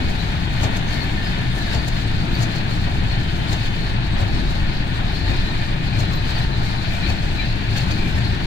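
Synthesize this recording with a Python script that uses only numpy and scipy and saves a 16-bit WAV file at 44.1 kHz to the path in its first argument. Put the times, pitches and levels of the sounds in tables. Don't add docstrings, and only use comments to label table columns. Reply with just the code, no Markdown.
import sys
import numpy as np
from scipy import signal
from scipy.fft import rfft, irfft
from scipy.io import wavfile
from scipy.ndimage import uniform_filter1d

SR = 44100
rng = np.random.default_rng(int(sys.argv[2]) if len(sys.argv) > 2 else 0)


def generate_wav(sig):
    pcm = np.round(np.clip(np.atleast_2d(sig).T, -1, 1) * 32767).astype(np.int16)
    wavfile.write(sys.argv[1], SR, pcm)


N = 373086
TIME = np.arange(N) / SR
HZ = np.maximum(np.fft.rfftfreq(N, 1 / SR), 1)
WAGON_GAP_S, FIRST_WAGON_S = 1.786, -1.149

# f/Hz, level/dB
ROAR_SPECTRUM = [(480, -65), (680, -63.5), (860, -62.5), (1150, -67), (1500, -64.5), (1800, -64.5),
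                 (2050, -66), (2550, -66), (2800, -66.5), (3600, -67.5), (4350, -62.5), (4800, -67.5),
                 (5600, -74.5)]
# f/Hz, level/dB
CLUNK_SPECTRUM = [(70, 29), (110, 12.5), (200, -12), (350, 1), (700, 5), (1200, -8)]
# f/Hz, level/dB
CRASH_SPECTRUM = [(1200, -3), (2400, 8.5), (4300, 12.5), (5600, 7.5), (7300, 5.5), (8700, -2), (15500, -5)]
# t/s, crash/dB, clunk/dB, second axle's crash minus first's/dB
BOGIE_HITS = [(-0.035, -45, -29.5, -8), (0.64, -38, -31, -7.5), (1.749, -43.5, -33.5, -1.5),
              (2.428, -39, -37, -10), (3.531, -41, -33.5, -9), (4.217, -51, -35.5, -2),
              (5.31, -54, -35, -10), (6.003, -42, -42, -8), (7.102, -47, -34, -13), (7.781, -39.5, -43, -5)]
# f/Hz, likeness (0 to 1), lead of the left/rad
MIC_PAIR = [(25, 0.98, .2), (60, 0.85, 0.61), (117, 0.99, 0.44), (249, 0.92, 0.51), (397, 0.55, 0.18),
            (500, 0.8, 2.52), (750, 0.41, 0.85), (1066, 0.63, 3.4), (1450, 0.57, 4.06), (1807, 0.58, 6.67),
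            (2057, 0.24, 10.1), (2693, 0.56, 16.12), (3200, 0.25, 16), (3565, 0.26, 17.5),
            (4510, 0.08, 23.87)]


def from_db(db):
    return 10 ** (np.asarray(db) / 20)


def rms_one(x):
    return x / np.sqrt(np.mean(x ** 2) + 1e-20)


def in_time(rows):
    return np.interp(TIME, *np.transpose(rows))


def over_hz(rows):
    hz, *columns = np.transpose(rows)
    return [np.interp(np.log(HZ), np.log(hz), column) for column in columns]


def band(low_hz, high_hz, order=8):
    return 1 / np.sqrt((1 + (low_hz / HZ) ** (2 * order)) * (1 + (HZ / high_hz) ** (2 * order)))


def colour(spectrum):
    return from_db(over_hz(spectrum)[0]) * band(spectrum[0][0], spectrum[-1][0], order=12)


def resonance(hz, width_hz):
    return 1 / (1 + ((HZ - hz) / width_hz) ** 2)


def dense_modes(depth_db, spacing_hz):
    grid = np.arange(0, SR, spacing_hz)
    return rms_one(from_db(depth_db * np.interp(HZ, grid, rng.standard_normal(len(grid)))))


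def noise(gain):
    return rms_one(irfft(rfft(rng.standard_normal((2, N))) * gain, N))


def drift(rate_hz):
    step, settle = 40, 2000
    pole = np.exp(-2 * np.pi * step * rate_hz / SR)
    white = rng.standard_normal(N // step + settle + 2)
    slow = signal.lfilter([1], [1, -2 * pole, pole * pole], white)[settle:]
    return np.interp(np.arange(N) / step, np.arange(len(slow)), rms_one(slow))


def steady(x, window_s):
    return x / np.sqrt(uniform_filter1d(x ** 2, int(window_s * SR)) + 1e-9)


def bump(s, half_s):
    return np.exp(-np.minimum(((TIME - s) / half_s) ** 2, 100))


def blows(times, levels_db, rise_s, t60, tail_db, tail_t60):
    power = np.zeros(N)
    for s, level_db in zip(times, levels_db):
        span = slice(max(int((s - .5) * SR), 0), int((s + 1) * SR))
        before, after = np.maximum(s - TIME[span], 0), np.maximum(TIME[span] - s, 0)
        fall = from_db(-60 * after / t60) + from_db(tail_db - 60 * after / tail_t60)
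        power[span] += (from_db(level_db) * np.exp(-before / rise_s) * fall) ** 2
    return np.sqrt(power)


def wagon_rumble(at_joint, ground_db=0.5, frame_db=3.5, split_hz=85):
    # f/Hz, level/dB
    spectrum = [(10, -32.5), (20, -37.5), (38, -42), (48, -36), (60, -48), (72, -39.5), (85, -44),
                (115, -41.5), (140, -45.5), (180, -46), (230, -53), (310, -54), (480, -65)]
    # t/s, level/dB
    ground_levels = [(0.0, -23.5), (1.41, -25), (2.26, -22), (2.54, -27), (2.96, -20.5), (3.38, -24.5),
                     (4.51, -20.5), (4.94, -23), (5.5, -20), (5.64, -24), (6.63, -21.5), (6.77, -25),
                     (7.47, -22), (7.76, -24.5), (8.18, -21), (8.46, -25)]
    # t/s, level/dB
    frame_levels = [(0.0, -27.5), (1.83, -29), (2.26, -27.5), (2.82, -27.5), (4.23, -29.5), (4.37, -26),
                    (4.65, -28.5), (7.76, -28.5), (7.9, -26), (8.46, -28.5)]
    ground = steady(noise(colour(spectrum) * band(1, split_hz)), window_s=0.214)
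    frames = steady(noise(colour(spectrum) * band(split_hz, SR)), window_s=0.14)
    frame_gain = from_db(in_time(frame_levels) + frame_db + 1.5 * at_joint + 0.33 * drift(14))
    ground_gain = from_db(in_time(ground_levels) + ground_db + 0.5 * drift(6))
    return ground_gain * ground + frame_gain * frames


def wall_drone(loudest_db=-29.5, fade_db_per_s=3, lead_s=0.28):
    # f/Hz, width/Hz, level/dB
    wall_modes = [(104.6, 10.5, -5), (118.7, 11, 0), (162, 7.4, -9), (180.4, 9.9, -9)]
    since_s = uniform_filter1d((TIME - FIRST_WAGON_S + lead_s) % WAGON_GAP_S, SR // 8)
    gain = from_db(loudest_db - fade_db_per_s * since_s + drift(3.4))
    walls = sum(from_db(db) * resonance(hz, width_hz) for hz, width_hz, db in wall_modes)
    return gain * steady(noise(walls * band(79, 181)), window_s=0.24)


def rumble_swells(swell_db=1.5):
    # t/s, f/Hz, level/dB, half length/s
    swells = [(0.029, 264, -33.5, 0.054), (0.63, 101.3, -19, 0.064), (0.67, 257, -31, .035),
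              (0.74, 109, -19, 0.039), (2.302, 344, -38.5, 0.11), (1.49, 118, -21, 0.036),
              (2.1, 112, -23.5, .06), (2.41, 117.7, -20, 0.087), (2.51, 166, -26, 0.065),
              (2.78, 106, -25.5, 0.045), (3.03, 113.7, -27, 0.054), (3.19, 122, -24, 0.034),
              (3.37, 122.6, -20, 0.04), (4.005, 122, -22.5, 0.032), (4.15, 113.2, -25, 0.054),
              (4.23, 94.5, -23.5, 0.053), (4.38, 261, -31, 0.029), (4.4, 122, -25, 0.064),
              (4.599, 104.7, -28, .08), (4.81, 288, -29.5, .03), (4.99, 113, -24, 0.066),
              (5.29, 95, -27.5, .07), (5.351, 355, -33, 0.036), (5.8, 162, -25, 0.05),
              (5.92, 126, -25, .045), (6.02, 102, -18.5, 0.066), (6.07, 180, -28.5, .05),
              (6.45, 117.6, -23, 0.056), (6.61, 115.6, -20.5, 0.063), (7.1, 90, -21.5, .016),
              (7.51, 112, -23, 0.051), (7.68, 108, -20.5, 0.067), (7.951, 310, -32, .04),
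              (8.08, 105, -25, 0.069), (8.26, 115, -27, 0.07), (8.32, 177, -26, 0.058)]
    out = np.zeros((2, N))
    for (s, hz, level_db, half_s), phase in zip(swells, rng.uniform(0, 2 * np.pi, len(swells))):
        span = np.abs(TIME - s) < 3 * half_s
        t = TIME[span] - s
        swell = from_db(level_db + swell_db) * np.exp(-(t / half_s) ** 2)
        out[0, span] += swell * np.sin(2 * np.pi * hz * t + phase)
    return out


def loose_rattles(rattle_db=5.0, rough_db=2.0, thump_db=7.5):
    # t/s after it arrives, level/dB
    rhythm = [(0.3, -47), (0.4, -49), (0.665, -52.5), (0.945, -46.5), (1.25, -53.5), (1.36, -53)]
    looseness = [4, 3, -2.5, -3, 3, 1.5]
    times, levels_db = np.transpose([(FIRST_WAGON_S + wagon * WAGON_GAP_S + delay_s, db + loose_db)
                                     for wagon, loose_db in enumerate(looseness) for delay_s, db in rhythm])
    chatter = from_db(rough_db * drift(120)) * noise(colour(CRASH_SPECTRUM))
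    thump = from_db(thump_db) * noise(colour(CLUNK_SPECTRUM))
    hits = blows(times, levels_db + rattle_db, rise_s=0.034, t60=0.32, tail_db=-20, tail_t60=.4)
    return hits * (chatter + thump)


def rolling_roar(at_joint, rail_db=4.0, wheel_db=3.0, split_hz=1450, top_hz=3700):
    # t/s, level/dB
    rail_levels = [(0.0, -39.5), (0.99, -37.5), (1.13, -38.5), (2.96, -38), (3.1, -39), (6.2, -38.5),
                   (6.35, -37.5), (7.76, -40), (7.9, -36.5), (8.46, -38.5)]
    # t/s, level/dB
    wheel_levels = [(0.0, -35), (0.99, -35), (2.96, -36), (3.81, -35), (3.95, -37), (5.64, -35), (6.2, -36),
                    (6.35, -32.5), (6.49, -36.5), (7.05, -34.5), (7.19, -35.5), (8.46, -35)]
    uneven_db = 0.48 * drift(6.1)
    rail_level = in_time(rail_levels) + rail_db + 2.5 * at_joint + uneven_db
    wheel_level = in_time(wheel_levels) + wheel_db + 2.1 * at_joint + uneven_db
    steel = colour(ROAR_SPECTRUM) * dense_modes(depth_db=1.73, spacing_hz=16)
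    rails = from_db(rail_level + drift(31)) * noise(steel * band(1, split_hz))
    wheels = from_db(wheel_level + drift(29)) * noise(steel * band(split_hz, top_hz, order=12))
    return rails + wheels


def wheel_ring(ring_db=-2.5, swell_db=2.2):
    # f/Hz, width/Hz, level/dB
    wheel_modes = [(1790, 85, -44.5), (2260, 50, -62), (2544, 70, -45), (3010, 40, -53), (3630, 30, -51),
                   (3860, 43, -62), (4300, 55, -47), (6170, 80, -61.5), (8000, 90, -86)]
    out = 0
    for hz, width_hz, level_db in wheel_modes:
        swell = from_db(swell_db * drift(5))
        out += from_db(level_db + ring_db) * rms_one(noise(resonance(hz, width_hz)) * swell)
    return out


def flange_hiss(at_joint, rub, hiss_db=1.0, grain_db=1.1):
    # f/Hz, level/dB
    spectrum = [(5600, -79), (6150, -78.5), (6500, -80), (7350, -80.5), (7800, -86), (8150, -84.5),
                (8600, -87.5), (11000, -90), (15500, -96)]
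    # t/s, level/dB
    hiss_levels = [(0.0, -50.5), (3.81, -51), (3.95, -54), (4.51, -51), (4.79, -54.5), (4.94, -51.5),
                   (5.92, -52.5), (6.35, -53), (6.49, -53.5), (6.63, -51), (7.33, -51.5), (7.47, -52.5),
                   (7.9, -50), (8.46, -52)]
    gain = from_db(in_time(hiss_levels) + hiss_db + 3.5 * at_joint + rub + grain_db * drift(50))
    return gain * noise(colour(spectrum) * dense_modes(depth_db=1.5, spacing_hz=30))


def rim_scrape(at_joint, rub, ring_db=-0.5, rasp_db=-2.0, flare_db=3.5):
    # t/s, level/dB
    scrape_levels = [(0.0, -39), (0.85, -41), (0.99, -37.5), (1.13, -44), (1.27, -39.5), (3.81, -40.5),
                     (3.95, -41.5), (4.37, -40), (5.02, -40.5), (5.15, -37), (5.32, -37.5), (5.42, -41),
                     (5.78, -40.5), (6.9, -38.5), (7.19, -39), (8.46, -39)]
    ring = 0
    for hz in np.geomspace(3720, 4520, 9):
        level_db = np.interp(hz, *np.transpose(ROAR_SPECTRUM)) + flare_db * drift(12)
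        ring += from_db(level_db) * noise(resonance(hz, width_hz=60))
    rasp = noise(colour(ROAR_SPECTRUM) * band(4090, SR) * dense_modes(depth_db=1.4, spacing_hz=25.06))
    gain = from_db(in_time(scrape_levels) + 1.5 * at_joint + 1.7 * rub)
    return gain * (from_db(ring_db) * steady(ring, window_s=0.092) + from_db(rasp_db) * rasp)


def singing_wheels(waver_hz=12.03, sink_per_s=0.012):
    # t/s when loudest, f/Hz, width/Hz, level/dB, half length/s
    notes = [(0.05, 2470, 12, -40, .12), (1.251, 1775, 50, -41, .6), (1.0, 2170, 25, -47, .5),
             (1.201, 3634, 20, -46, 1.2), (2.35, 2465, 12, -42.5, .25), (2.68, 4290, 9, -40, .15),
             (3.45, 3070, 8.6, -42, .45), (3.5, 3620, 18, -47, .9), (4.2, 2570, 25, -45, .3),
             (4.3, 3890, 25, -44.5, .35), (5.45, 1820, 24, -41, .3), (5.5, 2400, 22, -44, .2),
             (5.5, 4130, 14, -44, .2), (5.8, 2484, 11, -42.5, .3), (6.101, 4070, 12, -43.5, .3),
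             (6.45, 1817, 30, -43, .2), (6.848, 2395, 20, -44.5, .35), (7.05, 2540, 40, -42, .3),
             (7.55, 2670, 25, -40, .2)]
    out = np.zeros((2, N))
    waver = waver_hz * drift(8.9)
    for s, hz, width_hz, level_db, half_s in notes:
        span = np.abs(TIME - s) < 2 * half_s
        pitch_hz = hz * (1 - sink_per_s * (TIME[span] - s)) + waver[span]
        phase = 2 * np.pi * np.cumsum(pitch_hz) / SR
        pole = np.exp(-2 * np.pi * width_hz / SR)
        shimmer = rms_one(signal.lfilter([1], [1, -2 * pole, pole * pole], rng.standard_normal((2, 2, N))))
        note = shimmer[0][:, span] * np.cos(phase) + shimmer[1][:, span] * np.sin(phase)
        out[:, span] += from_db(level_db) * bump(s, half_s)[span] * note
    return out


def flange_chirps(chirp_db=3.0, wander_hz=21.4, flutter_db=4.0, rasp_hz=85, faint_half_s=0.024):
    # t/s, f/Hz, level/dB, half length/s, left minus right/dB
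    clear_squeaks = [(0.09, 2240, -40, .03, 4), (0.21, 3950, -35, .028, 11), (0.33, 8100, -55, .025, 12),
                     (0.8, 6330, -55, .08, -4), (0.89, 6300, -46, .025, -6), (0.92, 4450, -36, .03, 7),
                     (0.93, 1760, -37, .025, 3), (0.98, 2174, -38, .04, 0), (1.025, 4385, -32.5, .028, 10),
                     (1.04, 2583, -38, 0.028, 9), (1.195, 1780, -33.5, .035, 1), (1.25, 2777, -38, .025, 2),
                     (1.277, 4650, -43, .031, 5), (1.275, 5040, -42.5, .035, 0),
                     (1.39, 2562, -42, 0.031, 10), (1.535, 8920, -55, .025, 14),
                     (1.58, 9060, -53, .025, 14), (1.6, 1750, -36, .037, 2), (1.63, 3962, -36, .025, 9),
                     (1.69, 1650, -40, 0.044, 1), (1.74, 5200, -41, .022, -3), (1.787, 4570, -36, .028, 3),
                     (2.08, 8225, -54, .025, 9), (2.355, 4565, -35, .022, 8), (2.35, 13650, -54, .03, 12),
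                     (2.43, 2239, -39, .024, 7), (2.6, 2660, -39, .025, 1), (2.75, 8182, -57, .025, 15),
                     (3.12, 4310, -34, .024, 10), (3.13, 4180, -38, .03, 13), (3.51, 4306, -38, .032, 10),
                     (3.54, 4198, -40, .035, 9), (3.82, 4320, -36, .027, 14), (4.14, 7838, -55, .025, 13),
                     (4.21, 7838, -52, .022, 13), (4.35, 4420, -37, .025, 10), (4.35, 5383, -45.5, .02, -9),
                     (4.36, 8182, -54, .025, 12), (4.88, 8139, -56, .022, 16), (4.965, 8096, -53, .025, 16),
                     (5.1, 3750, -38.5, 0.033, 6), (5.17, 4230, -35.5, .03, 14),
                     (5.175, 4478, -39, .025, 10), (5.28, 1873, -39, .035, -2),
                     (5.28, 3750, -38.5, .034, 6), (5.3, 4330, -35, .04, 11), (5.33, 2470, -37, .023, 8),
                     (5.47, 3900, -38, .028, 8), (5.52, 3750, -39, .02, 6), (5.54, 8100, -56, .025, 15),
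                     (5.61, 2230, -41, .028, 5), (5.62, 1780, -39, .035, 1), (5.95, 2370, -36.5, .035, 5),
                     (6.01, 4295, -36, .022, 6), (6.14, 4080, -38, .022, 3), (6.14, 5512, -48, .02, -10),
                     (6.155, 13800, -48, .026, 12), (6.31, 8010, -52.5, .02, 13),
                     (6.38, 4550, -36, .03, 10), (6.39, 7751, -55, .02, 5), (6.545, 4050, -35.5, .035, 0),
                     (6.68, 2153, -36, .025, 6), (6.78, 4000, -38, .03, 13), (6.93, 2362, -36, .035, 11),
                     (6.99, 8139, -55, .022, 6), (7.04, 4005, -33, .025, 5), (7.05, 2375, -33.5, .034, 13),
                     (7.06, 4300, -34, .029, 13), (7.06, 1800, -42, .04, 1), (7.085, 2560, -34, .031, 8),
                     (7.25, 8010, -56, .022, 15), (7.32, 8100, -53, .025, 22), (7.4, 2370, -29, .024, 13),
                     (7.405, 3990, -30.5, .028, 3), (7.42, 1785, -35.5, .031, 1),
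                     (7.785, 4425, -34, .017, -1), (7.791, 2710, -33, .025, 1), (7.92, 4450, -33, .02, 3),
                     (7.92, 2460, -35, .025, 7), (8.03, 2360, -36, 0.054, 16), (8.16, 5167, -44, .022, -2),
                     (8.19, 1840, -34.5, .028, 3), (8.25, 4240, -34, .025, 11), (8.36, 1808, -41, .03, -1)]
    # f/Hz, level/dB, squeaks per second
    faint_modes = [(1780, -43, .55), (2420, -43, .55), (7300, -58, 1.5), (7900, -62, 1.5), (8200, -63, 2),
                   (8700, -66, 1)]
    # f/Hz, share of its power (0 to 1)
    rasp_shares = [(1800, 0.27), (2400, .4), (4200, 0.5), (5000, .25), (8000, .3), (13800, .05)]
    out = np.zeros((2, N))
    wander = wander_hz * drift(95)
    flutter = rms_one(from_db(flutter_db * np.array([drift(90), drift(90)])))
    rasp = np.array([drift(rasp_hz) + 1j * drift(rasp_hz) for _ in range(2)]) / np.sqrt(2)
    _, left_lead = over_hz(MIC_PAIR)
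    faint_squeaks = [(s, hz, level_db, faint_half_s, 6)
                     for hz, level_db, per_s in faint_modes for s in TIME[rng.random(N) < per_s / SR]]
    for s, hz, level_db, half_s, pan_db in list(clear_squeaks) + faint_squeaks:
        span = np.flatnonzero(np.abs(TIME - s) < 3 * half_s)
        own = (span + int(rng.random() * N)) % N
        swell = np.exp(-((TIME[span] - s) / half_s) ** 2)
        share = np.clip(np.interp(hz, *np.transpose(rasp_shares)), 0, 1)
        grip = np.sqrt(1 - share) * flutter[:, own] + np.sqrt(share) * rasp[:, own]
        grip /= np.sqrt(np.average(np.abs(grip) ** 2, axis=1, weights=swell ** 2))[:, None]
        lag = np.array([[0], [np.interp(hz, HZ, left_lead)]])
        phase = 2 * np.pi * np.cumsum(hz + wander[own]) / SR - lag
        pan = rms_one(from_db([[pan_db], [0]]))
        out[:, span] += from_db(level_db + chirp_db) * pan * swell * np.imag(grip * np.exp(1j * phase))
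    return out


def joint_clacks(crash_db=6.5, ring_db=7.0, clunk_db=10.0, knock_db=3.0, rough_db=3.5, axle_gap_s=0.1326):
    # f/Hz, width/Hz, level/dB
    rail_modes = [(2700, 60, 12), (4340, 150, 7.5), (5120, 90, 6.5), (6150, 40, 12.5), (6670, 50, 9.5),
                  (7100, 40, 10), (7450, 48, 7.5), (8100, 50, 3)]
    # f/Hz, level/dB
    knock_spectrum = [(300, -2), (650, 3), (1100, -2), (1800, 0), (2900, -1), (4500, -8), (7500, -10)]
    first_axles = [(s, bright, dull) for s, bright, dull, _ in BOGIE_HITS]
    second_axles = [(s + axle_gap_s, bright + softer, dull - 8) for s, bright, dull, softer in BOGIE_HITS]
    times, bright_db, dull_db = np.transpose(first_axles + second_axles)
    crash = blows(times, bright_db + crash_db, rise_s=0.02, t60=0.084, tail_db=-24, tail_t60=.35)
    crash *= from_db(rough_db * drift(150))
    ring = blows(times, bright_db + ring_db, rise_s=0.0097, t60=0.1, tail_db=-27, tail_t60=.4)
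    clunk = blows(times, dull_db + clunk_db, rise_s=0.018, t60=0.33, tail_db=-22, tail_t60=.35)
    knock = blows(times, bright_db + knock_db, rise_s=.004, t60=.07, tail_db=-24, tail_t60=.2)
    rail = sum(from_db(db) * resonance(hz, width_hz) for hz, width_hz, db in rail_modes)
    return (crash * noise(colour(CRASH_SPECTRUM) * dense_modes(depth_db=2.0, spacing_hz=49.6))
            + ring * noise(rail)
            + clunk * noise(colour(CLUNK_SPECTRUM))
            + knock * noise(colour(knock_spectrum)))


def microphones(sound):
    # f/Hz, left minus right/dB
    balance = [(15, -0.5), (70, 2.5), (300, 7), (450, 0.5), (600, 11.5), (1050, 5.5), (1780, 0.5),
               (2350, 7.5), (2950, 0.5), (4400, 8.5), (5900, -8), (7400, 2), (8700, 12.5), (15000, 14)]
    direct, scattered = rfft(sound)
    likeness, left_lead = over_hz(MIC_PAIR)
    likeness = np.clip(likeness, 0, 1)
    sides = np.sqrt((1 + likeness) / 2) * direct + np.sqrt((1 - likeness) / 2) * scattered * [[1], [-1]]
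    ratio = from_db(over_hz(balance)[0])
    gains = np.array([ratio, np.exp(-1j * left_lead)]) * np.sqrt(2 / (1 + ratio ** 2))
    return irfft(sides * gains, N)


def scene():
    at_joint = sum(bump(s, half_s=0.051) for s, *_ in BOGIE_HITS)
    rub = drift(8.5)
    wheels = rolling_roar(at_joint) + wheel_ring() + singing_wheels()
    rubbing = rim_scrape(at_joint, rub) + flange_hiss(at_joint, rub)
    wagons = wagon_rumble(at_joint) + wall_drone() + rumble_swells()
    return microphones(wagons + wheels + rubbing + joint_clacks() + loose_rattles()) + flange_chirps()


def record(dry):
    fade = np.clip(np.minimum(TIME, TIME[-1] - TIME) / 0.003, 0, 1)
    return irfft(rfft(dry * fade) * band(1, high_hz=15750, order=400), N)


dry = scene()
out = record(dry)
generate_wav(out)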